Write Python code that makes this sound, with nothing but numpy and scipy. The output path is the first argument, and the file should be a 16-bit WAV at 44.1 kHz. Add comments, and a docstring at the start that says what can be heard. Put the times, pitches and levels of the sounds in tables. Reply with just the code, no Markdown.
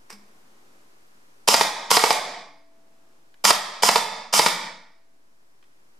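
"""Fingers rub and a selector snaps, then a toy gun's open gearbox fires five short bursts in a small hard room.
The gears catch the piston with one clack at the start of each burst, then it slams home about 15 times a second;
a soft trigger click comes before the third burst and two more after the last. Teeth are scraping noise and ticks,
contacts are sharp pushes with a rattle, and the spring is a few fading sines.
An automatic gain control ducks under the shots and creeps back."""
import sys
import numpy as np
from scipy import signal
from scipy.fft import rfft, irfft, next_fast_len
from scipy.io import wavfile
from scipy.ndimage import uniform_filter1d, minimum_filter1d

SR = 44100
rng = np.random.default_rng(int(sys.argv[2]) if len(sys.argv) > 2 else 0)


def store_pcm(level_fs):
    """Save levels as 16-bit WAV."""
    pcm = np.round(np.clip(level_fs, -1, 1) * 32767).astype(np.int16)
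    wavfile.write(sys.argv[1], SR, np.atleast_2d(pcm).T)


N = 264291  # length in samples, about 6 seconds

# All dB levels are relative: the parts are mixed and gain-controlled later.
# The trigger is held. Each row: motor on in seconds, motor off in seconds,
# gear level in dB, catch level in dB, slam level in dB.
BURSTS = [(1.4736, 1.625, -8.5, 0, 10), (1.9013, 2.115, -6, 1.5, 12), (3.439, 3.558, -7.5, 1, 15),
          (3.821, 3.972, -6.5, 2.5, 12.5), (4.3252, 4.471, -5.5, -1, 10.5)]
# The trigger is touched or let go. Each row: time in seconds, level in dB, seconds for the rattle to fall 60 dB.
TRIGGER_CLICKS = [(3.3423, -52.5, 0.022), (5.6267, -54, 0.031), (5.64, -57, 0.036)]
# The selector snaps over. Each row: time in seconds, level in dB, seconds for the rattle to fall 60 dB.
SELECTOR_CLICKS = [(0.0986, -47, 0.05), (0.103, -37, 0.016), (0.109, -40.5, 0.14), (0.1258, -40.5, 0.11)]
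# Fingers shift on the shell. Each row: start in seconds, length in seconds, level in dB.
RUBS = [(.13, 0.69, -69.5), (2.696, .45, -65.5), (4.947, 0.32, -73)]
# The spring is left singing. Each row: start in seconds, level in dB.
SPRING_RINGS = [(2.111, 3.5), (4.47, -5.5)]
# Long-lasting tones of the spring. Each row: pitch in Hz, level in dB, seconds to fall 60 dB.
SPRING_TONES = [(291, -49, 2.4), (662, -43, 2.3), (996, -50, .8)]
# Resonances of the cast shell. Each row: centre in Hz, width in Hz, peak level in dB.
SHELL_RESONANCES = [(213, 56, 6), (452, 42, 6.5), (617, 41, 3), (720, 28, 4.5), (845, 32, 2.5),
                    (1025, 290, -3.5), (1097, 140, 0.5), (1408, 21, 2), (1915, 30, -0.5), (2280, 320, 0.5),
                    (3669, 42, -1.5), (5030, 490, 4)]

# Tone colours. Each row: frequency in Hz, relative level in dB.
# Room air and microphone hiss:
HISS_COLOUR = [(25, -0.5), (60, 0.5), (90, -5), (120, 1), (170, -7.5), (300, -3.5), (500, -6.5),
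               (900, -2.5), (1500, -5.5), (2300, -9.5), (3500, -15), (5200, -13.5), (12000, -20.5),
               (15500, -26.5)]
# Fingers rubbing on the shell:
RUB_COLOUR = [(60, -24), (200, -2.5), (350, -3.5), (600, -9.5), (1000, -10.5), (2000, -20.5), (7000, -24.5),
              (15000, -33)]
# Selector clicks:
SELECTOR_COLOUR = [(60, -17), (200, -14), (400, 1), (700, -2), (1000, 3.5), (1600, -0.5), (2300, 2.5),
                   (3300, -9), (4300, -6), (5300, 5.5), (6700, -11), (7800, -3.5), (11300, -12.5),
                   (15500, -16)]
# Trigger clicks:
TRIGGER_COLOUR = [(60, -24.5), (400, -13), (1100, -1), (2000, -0.5), (3000, 0), (4500, -9), (7000, -17.5),
                  (15000, -26)]
# Gear teeth and light metal contacts:
TEETH_COLOUR = [(40, -39), (100, -30.5), (200, -12.5), (340, -12.5), (560, -14.5), (950, 1.5), (1350, 1),
                (1700, -14.5), (2300, -9.5), (3000, 1.5), (3500, -6), (4400, -5), (5300, 0), (7500, -2),
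                (11500, -7.5), (14000, -14), (16000, -29)]
# Heavy blows of the piston:
THUD_COLOUR = [(30, -29.5), (100, -36.5), (170, -12.5), (330, -10.5), (480, -4), (900, 1), (1500, -6.5),
               (2100, -5), (2900, -9.5), (4800, -6), (6500, -24), (11000, -29.5), (15500, -38.5)]
# Sound coming back from the room's walls:
WALL_COLOUR = [(60, -21.5), (110, -6.5), (155, 5), (380, -2), (700, 2.5), (1000, 1), (1500, -0.5),
               (1950, 4), (2400, 3.5), (2850, -5), (3450, 6), (4200, 0), (5200, 1), (14000, 2)]

# How the room's tail dies away. Each row: frequency in Hz, seconds to fall 60 dB.
ROOM_DECAY = [(150, .66), (400, .55), (900, .55), (2100, .58), (3000, .51), (5000, .53), (8000, .42),
              (11000, .33), (15000, .26)]
# Nearby surfaces. Each row: delay in seconds, left gain, right gain (plain factors).
ECHOES = [(.0022, 0.2, 0.17), (.00425, 0.23, 0.18), (.0072, .1, .18)]
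# Likeness of left and right (1 is the same, 0 unrelated, -1 opposite). Each row: frequency in Hz, likeness.
# Contacts and scraping teeth:
NEAR_ALIKE = [(100, 0.72), (600, 1), (1200, 0.17), (5000, .86), (12000, 0.28)]
# Room tail and finger rubs:
FAR_ALIKE = [(40, .7), (150, 0.88), (500, 0.94), (1200, 1), (3000, 0.92), (6000, 0.51), (12000, 0.35)]
# Room air and hiss:
AIR_ALIKE = [(60, .85), (200, 0.96), (400, .35), (700, -0.62), (1300, -0.74), (2400, -0.67), (8000, .3)]
# Balance of everything but the background. Each row: frequency in Hz, left minus right in dB.
BALANCE_DB = [(200, 1), (600, 0.65), (1300, -3.5), (2500, -1.65), (5500, -2), (12000, -0.65)]

TOP_HZ = 15250  # upper band limit
# Firing cycle: motor on to first slam, gears catching the piston to that slam, slam to slam
FIRST_SHOT_S, DRAW_S, CYCLE_S = .07, .0558, .0677
# The rack knocks as it lets go (relative to the slam), weaker with each further shot of a burst
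KNOCK_DB, KNOCK_LOSS_DB_PER_SHOT = -12, 9
LOUDER_DB_PER_SHOT = 0.04  # later slams of a burst are very slightly louder
# The starting motor jolts the slack out of the gears: delay and level
JOLT_S, JOLT_DB = .004, -9.5
# Each rub swells and fades; the resting grip never goes quite silent
RUB_ATTACK_S, RUB_RELEASE_S, GRIP_DB = 0.033, 0.067, -66.5


def amp(db):
    """Turn decibels into a gain factor."""
    return 10 ** (np.asarray(db) / 20)


def unit(x):
    """Scale to an rms (average strength) of 1."""
    return x / np.sqrt(np.mean(x ** 2) + 1e-20)


def along(points, hz):
    """Read a (Hz, value) table at any frequency, on a log axis."""
    f, v = np.transpose(points)
    return np.interp(np.log(hz + 1), np.log(f), v)


def add(track, s, sound):
    """Mix a sound into a track from time s (seconds) on."""
    part = track[..., round(s * SR):][..., :sound.shape[-1]]
    part += sound[..., :part.shape[-1]]


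def filtered(x, response):
    """Multiply the spectrum of x by a response that depends on frequency."""
    size = 2 * next_fast_len(x.shape[-1] // 2 + SR // 8)
    hz = np.fft.rfftfreq(size, 1 / SR)
    return irfft(rfft(x, size) * response(hz), size)[..., :x.shape[-1]]


def causal(gain):
    """Give a gain curve unit power and the phase that makes it ring only after a blow."""
    cepstrum = irfft(np.log(np.maximum(unit(gain), 1e-6)))
    half = len(cepstrum) // 2
    # fold the backward-in-time half onto the forward half
    cepstrum[1:half] *= 2
    cepstrum[half + 1:] = 0
    return np.exp(rfft(cepstrum))


def coloured(force, colour):
    """A force heard through the tone colour of the part that it strikes."""
    return filtered(force, lambda hz: causal(amp(along(colour, hz))))


def stereo_noise(alike, size):
    """White noise at two microphones; the blend of mid and side sets how alike they are."""
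    def mid_side(hz):
        angle = np.arccos(np.clip(along(alike, hz), -1, 1)) / 2
        return np.array([np.cos(angle), np.sin(angle)])

    mid, side = filtered(rng.standard_normal((2, size)), mid_side)
    return np.array([mid + side, mid - side])


def background(level_db=-60):
    """Steady noise for room air and microphone hiss, plus noise that swells as fingers rub the shell."""
    air = unit(filtered(stereo_noise(AIR_ALIKE, N), lambda hz: amp(along(HISS_COLOUR, hz))))
    rub = unit(filtered(stereo_noise(FAR_ALIKE, N), lambda hz: amp(along(RUB_COLOUR, hz))))
    t = np.arange(N) / SR
    strokes = np.zeros(N)
    for s, length, db in RUBS:
        swell = 1 - np.exp(-np.maximum(t - s, 0) / RUB_ATTACK_S)
        fade = np.exp(-np.maximum(t - s - length, 0) / RUB_RELEASE_S)
        strokes += amp(db) * swell * fade
    return amp(level_db) * air + (amp(GRIP_DB) + strokes) * rub


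def blows(rows, push, rattle_db, rattle_t60):
    """Each (seconds, dB) contact is one sharp push and a fading rattle of loose parts, cut off after 0.1 s."""
    force, t = np.zeros((2, N)), np.arange(SR // 10) / SR
    for s, db in rows:
        blow = stereo_noise(NEAR_ALIKE, len(t)) * amp(-60 * t / rattle_t60)
        blow *= amp(rattle_db) / np.linalg.norm(blow[0])
        blow[:, 0] += push
        add(force, s, amp(db) * np.sqrt(SR * .002) * blow)
    return force


def gritty_clicks(rows):
    """Small contacts with more rattle than push, each dying at its own speed."""
    return sum(blows([(s, db)], push=0.17, rattle_db=5, rattle_t60=t60) for s, db, t60 in rows)


def trigger(knock_hz=205, knock_db=-43):
    """Small gritty clicks of selector and trigger; the selector also knocks the shell on the bench."""
    selector = coloured(gritty_clicks(SELECTOR_CLICKS), SELECTOR_COLOUR)
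    sound = selector + coloured(gritty_clicks(TRIGGER_CLICKS), TRIGGER_COLOUR)
    t = np.arange(SR // 2) / SR
    knock = (1 - np.exp(-t / .006)) * amp(-60 * t / .22) * np.sin(2 * np.pi * knock_hz * t)
    add(sound, SELECTOR_CLICKS[-1][0], amp(knock_db) * knock)
    return sound


def gears(spin_up_s=0.0085, run_down_s=0.0067, pinion_hz=2280, rack_hz=212, rough=.35,
          tooth_db=-7, rack_db=-24, clatter_db=2, inrush_db=1.0):
    """Pinion teeth tick and scrape as the motor turns; the slow rack teeth load them and shake the shell."""
    force, t = np.zeros((2, N)), np.arange(SR // 2) / SR
    shake = np.zeros(N)
    for on, off, db, *_ in BURSTS:
        # speed is a share of full speed; travel is the seconds' worth of full-speed turning so far
        speed = (1 - np.exp(-t / spin_up_s)) * np.exp(-np.maximum(t - off + on, 0) / run_down_s)
        travel = np.cumsum(speed) / SR
        # every tooth lands a little early or late, with its own strength
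        marks = np.arange(1, 600) + rough * .5 * rng.standard_normal(599)
        times = np.interp(marks / pinion_hz, travel, t)
        sizes = np.exp(rough * rng.standard_normal(len(marks))) * (times < t[-1])
        teeth = np.bincount((times * SR).astype(int), sizes, len(t)) * np.sqrt(SR / pinion_hz)
        teeth -= uniform_filter1d(teeth, size=200)
        scrape = stereo_noise(NEAR_ALIKE, len(t))
        rack = np.sin(2 * np.pi * rack_hz * travel)
        # louder under each rack tooth, and at the motor's first inrush of current
        load = amp(clatter_db * rack + inrush_db * np.exp(-t / .15))
        add(force, on, amp(db) * speed * load * (scrape + amp(tooth_db) * teeth))
        add(shake, on, amp(db + rack_db) * speed ** 2 * rack)
    return coloured(force, TEETH_COLOUR) + shake


def slams():
    """The piston fires once a cycle while the motor runs: rows of (seconds, slam dB, rack knock dB)."""
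    rows = []
    for on, off, *_, db in BURSTS:
        for shot, s in enumerate(np.arange(on + FIRST_SHOT_S, off, CYCLE_S)):
            knock_db = KNOCK_DB - KNOCK_LOSS_DB_PER_SHOT * shot  # relative to the slam
            rows.append((s, db + LOUDER_DB_PER_SHOT * shot, knock_db))
    return rows


def piston(flight_s=0.0032, rebound_s=.0023, rebound_db=-6, rebound_loss_db=3.5, release_db=-6.5,
           catch_bright_db=-8, latch_delay_s=0.022, latch_db=-13):
    """Gears jolt and catch the rack; it slips off the last tooth and the piston hits the head and rebounds."""
    shots = slams()
    # one jolt and one catch at the start of each burst
    jolts = [(on + JOLT_S, JOLT_DB) for on, *_ in BURSTS]
    catches = [(on + FIRST_SHOT_S - DRAW_S, db) for on, _, _, db, _ in BURSTS]
    catch_scrapes = [(s - .002, db + catch_bright_db) for s, db in catches]
    jolt = blows(jolts, push=.2, rattle_db=-2, rattle_t60=.035)
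    catch = blows(catches, push=1.0, rattle_db=-5, rattle_t60=0.0099)
    scrape = blows(catch_scrapes, push=0, rattle_db=4.0, rattle_t60=0.018)

    # every shot: let go, slide, slam, three weakening rebounds
    releases = [(s - flight_s, db + knock) for s, db, knock in shots]
    slides = [(s - flight_s, db + release_db) for s, db, _ in shots]
    rebounds = [(s + rebound_s * (k + 1), db + rebound_db - rebound_loss_db * k)
                for s, db, _ in shots for k in range(3)]
    let_go = blows(releases, push=0.57, rattle_db=-3, rattle_t60=0.0091)
    slide = blows(slides, push=0, rattle_db=0.5, rattle_t60=0.3)
    slam = blows([(s, db) for s, db, _ in shots], push=1, rattle_db=-6, rattle_t60=.04)
    bounce = blows(rebounds, push=0.23, rattle_db=-2.5, rattle_t60=0.018)

    # the latch that stops the gears from running back drops in a moment later
    latches = [(s + latch_delay_s, db + latch_db) for s, db, _ in shots]
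    latch = blows(latches, push=0.71, rattle_db=-4.0, rattle_t60=0.012)
    heavy = jolt + catch + let_go + slam + bounce
    light = scrape + slide + latch
    return coloured(heavy, THUD_COLOUR) + coloured(light, TEETH_COLOUR)


def shell(x, ring_db):
    """The resonances of the cast shell stand out of the sound that it radiates."""
    def response(hz):
        peaks = sum(amp(db + ring_db) / (1 + (2 * (hz - centre) / width) ** 2)
                    for centre, width, db in SHELL_RESONANCES)
        return causal(1 + peaks)

    return filtered(x, response)


def nearby(x):
    """The bench and things on it throw the sound back within milliseconds."""
    out = x.copy()
    for delay, left, right in ECHOES:
        add(out, delay, x * [[left], [right]])
    return out


def room(x, gap_s=.008, build_s=0.0048):
    """A diffuse noise tail in which each frequency dies at its own speed, drawn afresh for every burst."""
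    wet = np.zeros((2, N))
    edges = [0] + [round(on * SR) for on, *_ in BURSTS] + [N]
    for first, last in zip(edges, edges[1:]):
        hz, t, z = signal.stft(stereo_noise(FAR_ALIKE, SR), SR, nperseg=256)
        decay = amp(-60 * t / along(ROOM_DECAY, hz)[:, None])
        build_up = 1 - np.exp(-t / build_s)
        tail = signal.istft(z * decay * build_up, SR, nperseg=256)[1]
        tail /= np.linalg.norm(tail[0])
        add(wet, first / SR + gap_s, signal.fftconvolve(x[:, first:last], tail, axes=1))
    return coloured(wet, WALL_COLOUR)


def spring():
    """The spring sings on faintly once the piston rests: a few fading sines."""
    ring, t = np.zeros(N), np.arange(2 * SR) / SR
    for s, db in SPRING_RINGS:
        for hz, level_db, t60 in SPRING_TONES:
            add(ring, s, amp(db + level_db - 60 * t / t60) * np.sin(2 * np.pi * hz * t))
    return ring


def scene():
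    """Gearbox and trigger on the bench, with the room around them."""
    clicks, drive, shots = trigger(), gears(), piston()
    direct = nearby(amp(-4.5) * shell(drive, ring_db=-1) + amp(-2) * shell(shots, ring_db=-6.0))
    # the room gathers sound from all sides of the shell, which evens out its resonances
    to_room = shell(amp(-12.5) * drive + amp(-6.5) * shots, ring_db=-13)
    wet = room(to_room + amp(-12) * clicks)
    sound = direct + wet + clicks + spring()
    # half of the balance goes to each side
    balanced = filtered(sound, lambda hz: amp(np.outer([.5, -.5], along(BALANCE_DB, hz))))
    return balanced + background()


def lag(v, seconds):
    """Follow a value smoothly, with this time constant."""
    step = 1 / (seconds * SR)
    return signal.lfilter([step], [1, step - 1], v)


def gain_control(x, limit_db=-7.5, hold_s=.1, release_db_per_s=60, attack_s=.0008, memory_s=1.03):
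    """Loud sound pulls the gain down almost at once; it waits, recovers quickly part way, then creeps back."""
    t = np.arange(N) / SR
    power = np.abs(uniform_filter1d(np.mean(x ** 2, axis=0), size=132))  # averaged over 3 ms
    excess = np.maximum(10 * np.log10(power + 1e-12) - limit_db, 0)
    # hold the largest excess of the last moments
    half = int(hold_s * SR / 2)
    held = -minimum_filter1d(-excess, 2 * half + 1, origin=half, mode="constant")
    # then let it fall by a fixed number of dB a second
    fall = release_db_per_s * t
    fast = np.maximum.accumulate(held + fall) - fall
    # the slow memory takes over once the fast part has dropped below it
    return x * amp(-np.maximum(lag(fast, attack_s), lag(fast, memory_s)))


def record(dry):
    """Gain control, soft clipping between two gentle bass cuts, a band limit and the converter's small offset."""
    bass_cut = signal.butter(1, 95, "high", fs=SR, output="sos")
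    x = signal.sosfilt(bass_cut, gain_control(dry))
    clipped = x / (1 + np.abs(x / .94) ** 6) ** (1 / 6)  # levels off near full scale
    x = signal.sosfilt(bass_cut, clipped)
    return filtered(x, lambda hz: 1 / np.sqrt(1 + (hz / TOP_HZ) ** 220)) - .0028


dry = scene()
out = record(dry)
store_pcm(out)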